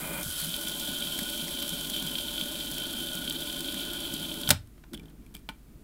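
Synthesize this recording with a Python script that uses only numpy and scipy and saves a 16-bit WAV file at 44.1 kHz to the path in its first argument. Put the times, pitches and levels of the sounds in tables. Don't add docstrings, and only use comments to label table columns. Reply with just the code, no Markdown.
import sys
import numpy as np
from scipy import signal
from scipy.fft import rfft, irfft
from scipy.io import wavfile
from scipy.ndimage import uniform_filter1d, map_coordinates

SR = 44100
rng = np.random.default_rng(int(sys.argv[2]) if len(sys.argv) > 2 else 0)


def to_wav(s):
    ch = np.atleast_2d(s).T
    pcm = np.round(np.clip(ch, -1, 1) * 32767)
    wavfile.write(sys.argv[1], SR, pcm.astype(np.int16))


def volts_from_decibels(level):
    exponent = np.asarray(level, float) / 20
    return 10 ** exponent


N = 257486
TIME_S = np.arange(N) / SR
STOP_S = 4.49

# pitch_hz, width_hz, level_db, sign of motion
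TABLE = [(153.1, 7.2, -2, 1), (231.5, 28.5, -2.5, -1.05), (269, 28.8, -0.5, 0.92), (334.5, 36.5, -5, -0.94),
         (421, 22, -7.5, -0.62), (579, 43, -6.5, -0.85), (650, 65, -13.5, -0.07), (910, 38, -11.5, 0.58),
         (1031, 20, -12.5, 0.74), (1225, 140, -25, -0.75), (1965, 250, -23, 0.3), (2020, 100, -37.5, 0.93)]
# pitch_hz, width_hz, level_db, sign of motion
RACE = [(8000, 200, -5, 1), (8800, 350, -6, -1), (10720, 280, 0, 1), (13100, 250, -6, -1)]
# pitch_hz, width_hz, level_db, sign of motion
RASP = [(4250, 800, 4, 1), (7900, 450, -1, -1), (10700, 1300, 4, 1), (12300, 900, -4, -1)]
# pitch_hz, density_db (per Hz)
SIZZLE = [(2800, -15), (4800, -3.5), (6400, -5), (7600, -3.5), (9600, -3), (11800, -0.5), (14200, -4.5),
          (15600, -0.5)]
# start_s, peak_db
VOLLEYS = [(0.5399, -24.5), (0.5654, -26), (0.6716, -29), (0.6943, -32), (0.715, -32), (0.813, -29),
           (1.0005, -27), (1.0223, -25.5), (1.0703, -29), (1.1183, -34.5), (1.1899, -28), (1.3003, -33.5),
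           (1.3433, -26.5), (1.3993, -28.5), (1.5723, -32), (1.6206, -27.5), (1.6921, -31), (1.733, -28),
           (1.8455, -38), (1.8684, -30), (1.937, -29.5), (1.9621, -24.5), (1.9877, -24), (2.0708, -27),
           (2.153, -24.5), (2.1849, -26), (2.2084, -30), (2.282, -27), (2.379, -23), (2.4107, -23),
           (2.5553, -27.5), (2.6062, -28), (2.67, -27.5), (2.7808, -26.5), (2.806, -32.5), (2.8188, -31),
           (2.8547, -29.5), (3.0694, -32.5), (3.0866, -29), (3.1723, -26.5), (3.276, -25.5), (3.307, -23.5),
           (3.3614, -28.5), (3.4208, -31), (3.472, -33), (3.4981, -25), (3.6431, -29.5), (3.6835, -29),
           (3.7719, -30.5), (3.7953, -29), (3.8167, -30), (3.9898, -24.5), (4.0272, -26.5), (4.0502, -32),
           (4.148, -30.5), (4.251, -27), (4.2946, -30.5), (4.314, -27), (4.433, -29), (4.4742, -24)]
VOLLEY_REF_DB = -23


def level(x, db):
    return x * volts_from_decibels(db) / np.sqrt(np.mean(x ** 2))


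def ring(x, modes):
    out = 0
    for hz, width, db, sign in modes:
        r = np.exp(-np.pi * width / SR)
        pole = r * np.exp(2j * np.pi * hz / SR)
        out = out + sign * volts_from_decibels(db) * (1 - r) * signal.lfilter([1], [1, -pole], x).imag
    return out


def colour(x, points):
    hz, db = np.transpose(points)
    grid_hz = np.linspace(1, SR / 2, 2049)
    log_gain = np.interp(np.log(grid_hz), np.log(hz), db) * np.log(10) / 20
    cep = irfft(log_gain)
    cep[1:2048] *= 2
    cep[2049:] = 0
    return signal.fftconvolve(x, irfft(np.exp(rfft(cep))))[:N]


def walk(rate):
    k = int(SR / rate)
    steps = np.repeat(rng.standard_normal(N // k + 1), k)
    return 1.3 * uniform_filter1d(uniform_filter1d(steps, k), k)[:N]


def bell(at_s, width_s):
    return np.exp(-((TIME_S - at_s) / width_s) ** 2)


def decay(t, t60_s):
    return np.exp(-np.log(1000) * t / t60_s)


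def bursts(times, db, length_s):
    out, t = np.zeros(N + 4096), np.arange(4096) / SR
    chatter = rng.standard_normal((len(times), len(t)))
    chatter[:, 0] = 2.5
    for s, d, tau, c in zip(times, db, length_s, chatter):
        i = int(s * SR)
        out[i:i + len(t)] += volts_from_decibels(d) * c * np.exp(-t / np.clip(tau, 2e-4, .03)) / 2
    return out[:N]


def air():
    # pitch_hz, level_db
    motor_lines = [(28.8, -71), (37.5, -72.5), (46.9, -53), (59.2, -58.5)]
    # pitch_hz, density_db
    rumble_colour = [(20, -6), (35, -5), (105, -9), (200, -9), (400, -20), (700, -40), (1200, -39),
                     (2400, -71.5)]
    # pitch_hz, density_db
    hiss_colour = [(350, -42), (620, -4.5), (891, -17.5), (994, -11), (2160, -14.5), (5770, -19.5),
                   (13100, -17), (15600, -16.5)]
    hum = 0
    for hz, db in motor_lines:
        swell = volts_from_decibels(db - 0.5 + 0.72 * walk(2.4))
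        hum = hum + swell * np.sin(2 * np.pi * hz * TIME_S + .2 * walk(3.2))
    rumble = level(colour(rng.standard_normal(N), rumble_colour), -55.5) * volts_from_decibels(1.2 * walk(11))
    hiss = level(colour(rng.standard_normal(N), hiss_colour), -66)
    return hum + rumble + hiss


def room(x):
    t60_s, top_hz, echo_db = 0.19, 3600, -18.5
    t = np.arange(SR // 2) / SR
    tail = rng.standard_normal(len(t)) * decay(t, t60_s) * (t > .004)
    tail = signal.lfilter(*signal.butter(1, top_hz, fs=SR), tail)
    return signal.fftconvolve(x, volts_from_decibels(echo_db) * tail / np.sqrt(np.sum(tail ** 2)))[:N]


def bumps():
    # start_s, peak_db
    rocks = [(0.094, -40.5), (.422, -40.5), (0.462, -38), (0.888, -30), (1.185, -29), (1.217, -33.5),
             (1.421, -40.5), (1.712, -37.5), (2.02, -35.5), (2.046, -41), (2.422, -29), (2.714, -42.5),
             (3.148, -38), (3.291, -42), (3.744, -33), (4.136, -31), (4.206, -37)]
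    # start_s, peak_db, pitch_hz, t60_s
    thuds = [(0.26, -29.5, 140, 0.058), (0.282, -38.5, 84, 0.19), (4.487, -21, 140, 0.046),
             (4.49, -31, 329, 0.056), (4.506, -28.5, 198.5, 0.13), (4.506, -30, 86, 0.36),
             (4.509, -26.5, 137.5, .15), (4.52, -32.5, 255, 0.079), (4.546, -38.5, 111, 0.41),
             (4.937, -32, 232, 0.048), (4.983, -44, 160, 0.32), (5.346, -40.5, 199, 0.059),
             (5.491, -43, 175, 0.091)]
    out, t = np.zeros(N + SR // 2), np.arange(SR // 2) / SR
    pushes = list(thuds)
    for s, db in rocks:
        harder_db = db + 42.5
        pushes.append((s, db, 153.2 + 4.5 * harder_db, 0.65 / 2 ** (harder_db / 3.5)))
    for s, db, hz, t60 in pushes:
        swing = np.sin(2 * np.pi * hz * t) * decay(t, t60) * (1 - np.exp(-t / 0.0021))
        out[int(s * SR):int(s * SR) + len(t)] += volts_from_decibels(db + 1.0) * swing
    return out[:N]


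def palms():
    # start_s, level_db
    slides = [
        (4.62, -61),
        (4.694, -62.5),
        (4.9, -66),
        (4.928, -44),
        (5.13, -56),
        (5.368, -58),
        (5.5, -70.5),
        (5.839, -56),
    ]
    # pitch_hz, width_hz, level_db, sign of motion
    boards = [(620, 90, 1, 1), (900, 80, 1, -1), (1200, 170, -2, 1), (1478, 110, -3, -1),
              (1780, 180, -8, 1), (1300, 900, -7, -1), (2100, 500, -11, 1)]
    skin = level(ring(rng.standard_normal(N), boards), -23) * volts_from_decibels(2.6 * walk(30))
    low = level(ring(rng.standard_normal(N), TABLE[:5]), -2.4)
    drag = (low + skin) * volts_from_decibels(np.interp(TIME_S, *np.transpose(slides)))
    return drag * (TIME_S > STOP_S)


def snaps():
    # start_s, peak_db
    contacts = [
        (4.5044, -2.5),
        (4.5059, -5.5),
    ]
    out = np.zeros(N)
    s, db = np.transpose(contacts)
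    out[(s * SR).astype(int)] = volts_from_decibels(db)
    return signal.lfilter(*signal.butter(1, 1500, "high", fs=SR), out)


def set_down():
    # pitch_hz, level_db, t60_s
    set_modes = [(899, -10, .06), (1045, -14, .04), (1305, -13, .025), (1480, -14, .045), (1760, -16, .04),
                 (2355, -14, .075), (2510, -12, .025), (2750, -12, .02), (2920, -12, .025),
                 (3165, -14, .025), (3420, -12, .02), (3200, -3, .009), (3880, -14, .02), (5125, -24, .02)]
    start_s, peak_db = 5.48975, -26.5
    out, t = np.zeros(N + 8192), np.arange(8192) / SR
    hz, db, t60 = np.transpose(set_modes)[:, :, None]
    note = np.sum(volts_from_decibels(db) * np.sin(2 * np.pi * hz * t) * decay(t, t60), axis=0)
    note = note * (1 - np.exp(-t / 0.00012))
    i = int(start_s * SR)
    out[i:i + len(t)] += volts_from_decibels(peak_db) * note
    return out[:N]


def contacts():
    # start_s, peak_db, length_s
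    slaps = [
        (4.4906, -13, 0.003),
        (4.5046, -5, 0.00029),
        (4.5048, -8, 0.0018),
        (4.5059, -0.5, 0.00055),
        (4.5066, -6, 0.0028),
        (4.5152, -11.5, .0006),
        (4.514, -26, 0.014),
    ]
    scuffs = [(4.4945, -26.5, 0.011), (4.5102, -5, 0.0021), (4.673, -48.5, 0.0021), (4.9334, -38, 0.0058),
              (4.941, -38, .006), (5.341, -40.5, .0028), (5.3495, -33.5, 0.0015), (5.3508, -32, .0012),
              (5.3523, -37, .0015), (5.359, -47.5, .003), (5.3668, -37, 0.00116), (5.374, -54, .012),
              (5.389, -56, .004)]
    ticks = [
        (4.944, -32, 0.0025),
        (4.9475, -31, 0.0025),
        (4.9755, -36.5, .002),
        (4.995, -42, 0.0022),
        (5.034, -58, .0027),
        (5.056, -42.5, 0.00224),
        (5.082, -52.5, 0.00293),
        (5.3502, -36.5, .0015),
        (5.4911, -31, 0.00068),
    ]
    pops = [
        (4.997, -38.5, 0.00089),
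        (5.21, -65, 0.03),
        (5.264, -46, 0.002),
        (5.346, -36, 0.0012),
        (5.3505, -39, 0.00037),
        (5.359, -40, 0.0011),
        (5.3665, -35, 0.0004),
        (5.378, -52, .001),
    ]
    taps = [
        (4.778, -51, .004),
        (4.838, -40, 0.0024),
        (4.9334, -33.5, 0.0058),
        (5.037, -52, .003),
        (5.102, -51, 0.004),
        (5.4905, -33.5, 0.0065),
    ]
    chirps = [
        (4.4903, -21, .002),
        (4.9335, -41, .003),
        (4.941, -44, 0.0065),
        (4.97, -52.5, 0.0033),
        (5.032, -52, .002),
        (5.098, -51, 0.0018),
        (5.264, -53, 0.0024),
        (5.39, -56, .008),
        (5.4898, -37.5, 0.0019),
        (5.494, -45, .007),
    ]
    # crack, arms, cap, wood, table top, relative dB
    kinds = ((slaps, (1, -8.5, -16, -12, -3.5)),
             (scuffs, (0, -14.5, -29, -18.5, -18)),
             (ticks, (-8, 2, -30, -30, -4)),
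             (pops, (-6, -12, 0, -29, -18)),
             (taps, (-19, -14, -28, -8, 5)),
             (chirps, (0, -30, -40, -30, -40)))
    # pitch_hz, width_hz, level_db, sign of motion
    held_arms = [(2890, 220, -8, 1), (3110, 170, -1, -1), (3400, 170, 0, 1), (3800, 300, -14, -1),
                 (2600, 900, -13, -1)]
    # pitch_hz, width_hz, level_db, sign of motion
    held_cap = [(2358, 45, 0, 1)]
    # pitch_hz, width_hz, level_db, sign of motion
    boards = [(620, 90, 1, 1), (900, 80, 1, -1), (1200, 170, -2, 1), (1478, 110, -3, -1),
              (1780, 180, -8, 1), (1300, 900, -7, -1), (2100, 500, -11, 1)]
    # pitch_hz, level_db
    shell = [(2400, -10), (3600, -1.5), (5000, -0.5), (6300, -4.5), (8600, 0.5), (10600, -6.5), (12600, -3),
             (14800, -1.5)]
    rows = [(s, length, *(db + np.array(mix))) for events, mix in kinds for s, db, length in events]
    when, length_s, crack_db, arms_db, cap_db, wood_db, table_db = np.transpose(rows)

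    crack = volts_from_decibels(1.5) * colour(-bursts(when, crack_db, length_s), shell)
    is_chirp = np.arange(len(when)) >= len(when) - len(chirps)
    steel_db = np.where(is_chirp, crack_db - 4, crack_db - 10)
    steel = volts_from_decibels(11) * ring(bursts(when, steel_db, length_s), RASP[1:] + RACE)
    parts = ((arms_db, held_arms), (cap_db + 7.5, held_cap), (wood_db, boards), (table_db, TABLE))
    rings = volts_from_decibels(22.0) * sum(ring(bursts(when, db, length_s), modes) for db, modes in parts)
    body = signal.butter(2, [700, 3800], "band", fs=SR)
    knock = volts_from_decibels(10.0) * signal.lfilter(*body, bursts(when, wood_db, 1.6 * length_s))
    return crack + steel + knock + rings


def hands():
    return contacts() + snaps() + set_down() + palms()


def patter(rate, spread_db, rub_db):
    hardness = np.minimum(rng.exponential(size=N), 3.2)
    hits = (rng.random(N) < rate / SR) * volts_from_decibels(spread_db * hardness) * rng.choice([-1, 1], N)
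    return level(hits, 0) + volts_from_decibels(rub_db) * rng.standard_normal(N)


def ball_passes(rate, jitter, spread_db):
    timing, strength = rng.standard_normal((3000, 2)).T
    slowing = 1 + 1.2e-4 * np.arange(3000)
    gaps = np.clip(1 + jitter * timing, .2, 3) * slowing / rate
    at = (np.cumsum(gaps) * SR).astype(int)
    out = np.zeros(N)
    out[at[at < N]] = volts_from_decibels(spread_db * strength)[at < N]
    return level(out, 0)


def volley_gain():
    rise_s, fall_s = .0006, .004
    s, db = np.transpose(VOLLEYS)
    marks = np.zeros(N)
    marks[(s * SR).astype(int)] = volts_from_decibels(db - VOLLEY_REF_DB)
    u = TIME_S[:2048]
    flare = (1 - np.exp(-u / rise_s)) * np.exp(-u / fall_s)
    return 1 + 0.57 * signal.fftconvolve(marks, flare)[:N]


def waver(x, depth_s, rate):
    return map_coordinates(x, [np.arange(N) + depth_s * SR * walk(rate)], mode="mirror")


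def spin_gain(start_db, db_per_s, pressed_db, extra_db=0):
    # start_s, pressure (0-1)
    finger = [
        (0, 0.9),
        (.17, 0.82),
        (.24, 0.68),
        (.36, 0.47),
        (.5, 0.33),
        (.58, 0.23),
    ]
    press = np.clip(np.interp(TIME_S, *np.transpose(finger)), 0, 1)
    return volts_from_decibels(start_db + db_per_s * TIME_S + pressed_db * press + extra_db)


def plastic_arms(balls, cage):
    # pitch_hz, width_hz, level_db, sign of motion
    arm_modes = [(2360, 56, -17, -1), (2550, 700, -20, -1), (2790, 252, -19, 1), (3070, 81, 0, 1),
                 (3170, 76, 2, -1), (3310, 90, -2, 1), (3500, 93, -4, -1), (3650, 113, -10, -1),
                 (3930, 469, -11, 1), (4140, 237, -25, -1), (4420, 182, -12, -1), (4790, 111, -17, 1)]
    # start_s, level_db
    looseness = [(.5, 2.5), (.6, -0.5), (.9, 2.5), (1.2, 1.5), (1.4, 2), (1.55, 1.5), (1.75, 2), (1.87, -1),
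                 (1.97, 3), (2.07, 1.5), (2.4, 2), (2.7, 1), (3, 1.5), (3.3, 0.5), (3.6, 1.5), (3.9, 2),
                 (4.2, 1), (4.45, -0.5)]
    drive = (balls + volts_from_decibels(1.5) * cage) * volley_gain()
    drive = drive * volts_from_decibels(np.interp(TIME_S, *np.transpose(looseness)))
    struck_s, struck_db = np.transpose(VOLLEYS)
    drive = drive + bursts(struck_s, struck_db - VOLLEY_REF_DB + 35, np.full(len(struck_s), .0002))
    arms = waver(ring(drive, arm_modes), depth_s=6e-5, rate=30)
    return level(arms, 0.95) * spin_gain(-35.5, -0.34, -18)


def plastic_hub(balls, cage):
    # pitch_hz, width_hz, level_db, sign of motion
    hub_modes = [(1463.7, 38, 4, 1), (1698, 55, -13.5, -0.82), (1270, 130, -11, -0.061)]
    hub = waver(ring(balls + volts_from_decibels(-3.5) * cage, hub_modes), depth_s=2e-4, rate=20)
    sing_db = 6.5 * bell(0.2, 0.1)
    return level(hub, 0.48) * spin_gain(-51.5, -0.37, -2.9, sing_db + 1.5 * walk(12))


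def steel_sizzle(balls, cage):
    rasp_s = 0.43
    steel = (balls + volts_from_decibels(-13) * cage) * rng.choice([-1, 1], N)
    race = level(ring(steel * rng.choice([-1, 1], N), RACE), -9)
    sizzle = level(level(colour(steel, SIZZLE), 0) + race, -1.0)
    sizzle = sizzle * spin_gain(-36.5, -1.34, .5, 0.5 * bell(rasp_s, 0.06) + 0.37 * walk(30))
    swell = bell(rasp_s, np.where(TIME_S < rasp_s, 0.13, 0.039))
    sizzle = sizzle + level(ring(steel * rng.choice([-1, 1], N), RASP), -39.5) * swell
    damped = signal.lfilter(*signal.butter(1, [4000, 7800], "band", fs=SR), sizzle)
    return sizzle - np.interp(TIME_S, [.18, .24], [.6, 0]) * damped


def table_drone():
    # pitch_hz, width_hz, level_db, sign of motion
    pressed_modes = [(160, 26, 2, 0.81), (597, 62, -8.5, -0.82), (885, 250, -6.5, 1), (1010, 31, -13, -1),
                     (1350, 72, -7.5, 0.89), (1290, 2400, -6.5, -0.89), (1760, 400, -7, 0.84),
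                     (2120, 60, -13, -0.87), (2400, 52, -0.5, 1)]
    late_mode = [(337, 28, 0, -1)]
    rolling = patter(rate=3200, spread_db=7.5, rub_db=4.0)
    unload_db = -8.5 * bell(0.38, 0.13)
    table = level(ring(rolling, TABLE), 1.0) * spin_gain(-44, -0.31, -5, unload_db)
    late = level(ring(rolling, late_mode), -71.5) * volts_from_decibels(4 * TIME_S)
    pressed = level(ring(rolling, pressed_modes), -41) * volts_from_decibels(-16.5 * TIME_S + 2.1 * walk(53))
    pressed = pressed * np.clip((0.248 - TIME_S) / 0.048, 0, 1)
    return table + late + pressed


def wobble_knocks():
    # start_s, peak_db, clack_db (body, relative)
    hard = [(0.23, -21.5, -14), (0.3996, -20.5, -19), (0.5638, -22, -21), (0.684, -21.5, -21),
            (0.7967, -24.5, -22), (1.1894, -20, -7), (1.4807, -29, -2), (1.6254, -22.5, -11),
            (1.6922, -20, -25), (1.8987, -22, -19), (1.9635, -24.5, -16), (2.0245, -25.5, -9.5),
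            (2.186, -28.5, -18), (2.4106, -27.5, -20), (2.7144, -24, -24), (2.7817, -22.5, -30),
            (3.1519, -22.5, -17), (3.2976, -21, -27), (3.6059, -22.5, -33), (3.7431, -26, -7),
            (4.1396, -23.5, -32)]
    turns_per_s, slowing_per_s = 16.5, .035
    timing, strength = rng.standard_normal((80, 2)).T
    even_s = (np.arange(80) + 8 + .15 * timing) / turns_per_s
    s = even_s * (1 + slowing_per_s * even_s / 2)
    faint = np.array([s, -29 + 2.5 * strength, np.full(80, -20.0)])[:, s < STOP_S]
    when, db, clack_db = np.hstack([np.transpose(hard), faint])
    length_s = np.full(len(when), .003)
    knocks = volts_from_decibels(3.5) * colour(bursts(when, db, length_s), SIZZLE)
    body = signal.butter(1, [1200, 4500], "band", fs=SR)
    clacks = volts_from_decibels(9) * signal.lfilter(*body, bursts(when, db + clack_db, length_s))
    return knocks + clacks


def spinner():
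    balls = patter(rate=1400, spread_db=2.5, rub_db=-3.0)
    cage = ball_passes(rate=235, jitter=.22, spread_db=2.5) * volts_from_decibels(.8 * walk(40))
    whir = plastic_arms(balls, cage) + plastic_hub(balls, cage) + steel_sizzle(balls, cage) + table_drone()
    stopping = np.clip((STOP_S + 0.012 - TIME_S) / 0.0083, 0, 1)
    return whir * stopping + wobble_knocks()


def scene():
    whir, handling = spinner(), hands()
    echo = room(volts_from_decibels(-7) * whir + handling)
    return (whir + handling + bumps() + echo + air())[None]


def roll_off(x):
    return signal.sosfilt(signal.butter(12, 15520, fs=SR, output="sos"), x)


def record(dry):
    rounded = np.tanh(dry / 1.403) * 1.693
    top_cut = signal.ellip(8, .2, 50, 15750, fs=SR, output="sos")
    return roll_off(signal.sosfilt(top_cut, rounded))


dry = scene()
out = record(dry)
to_wav(out)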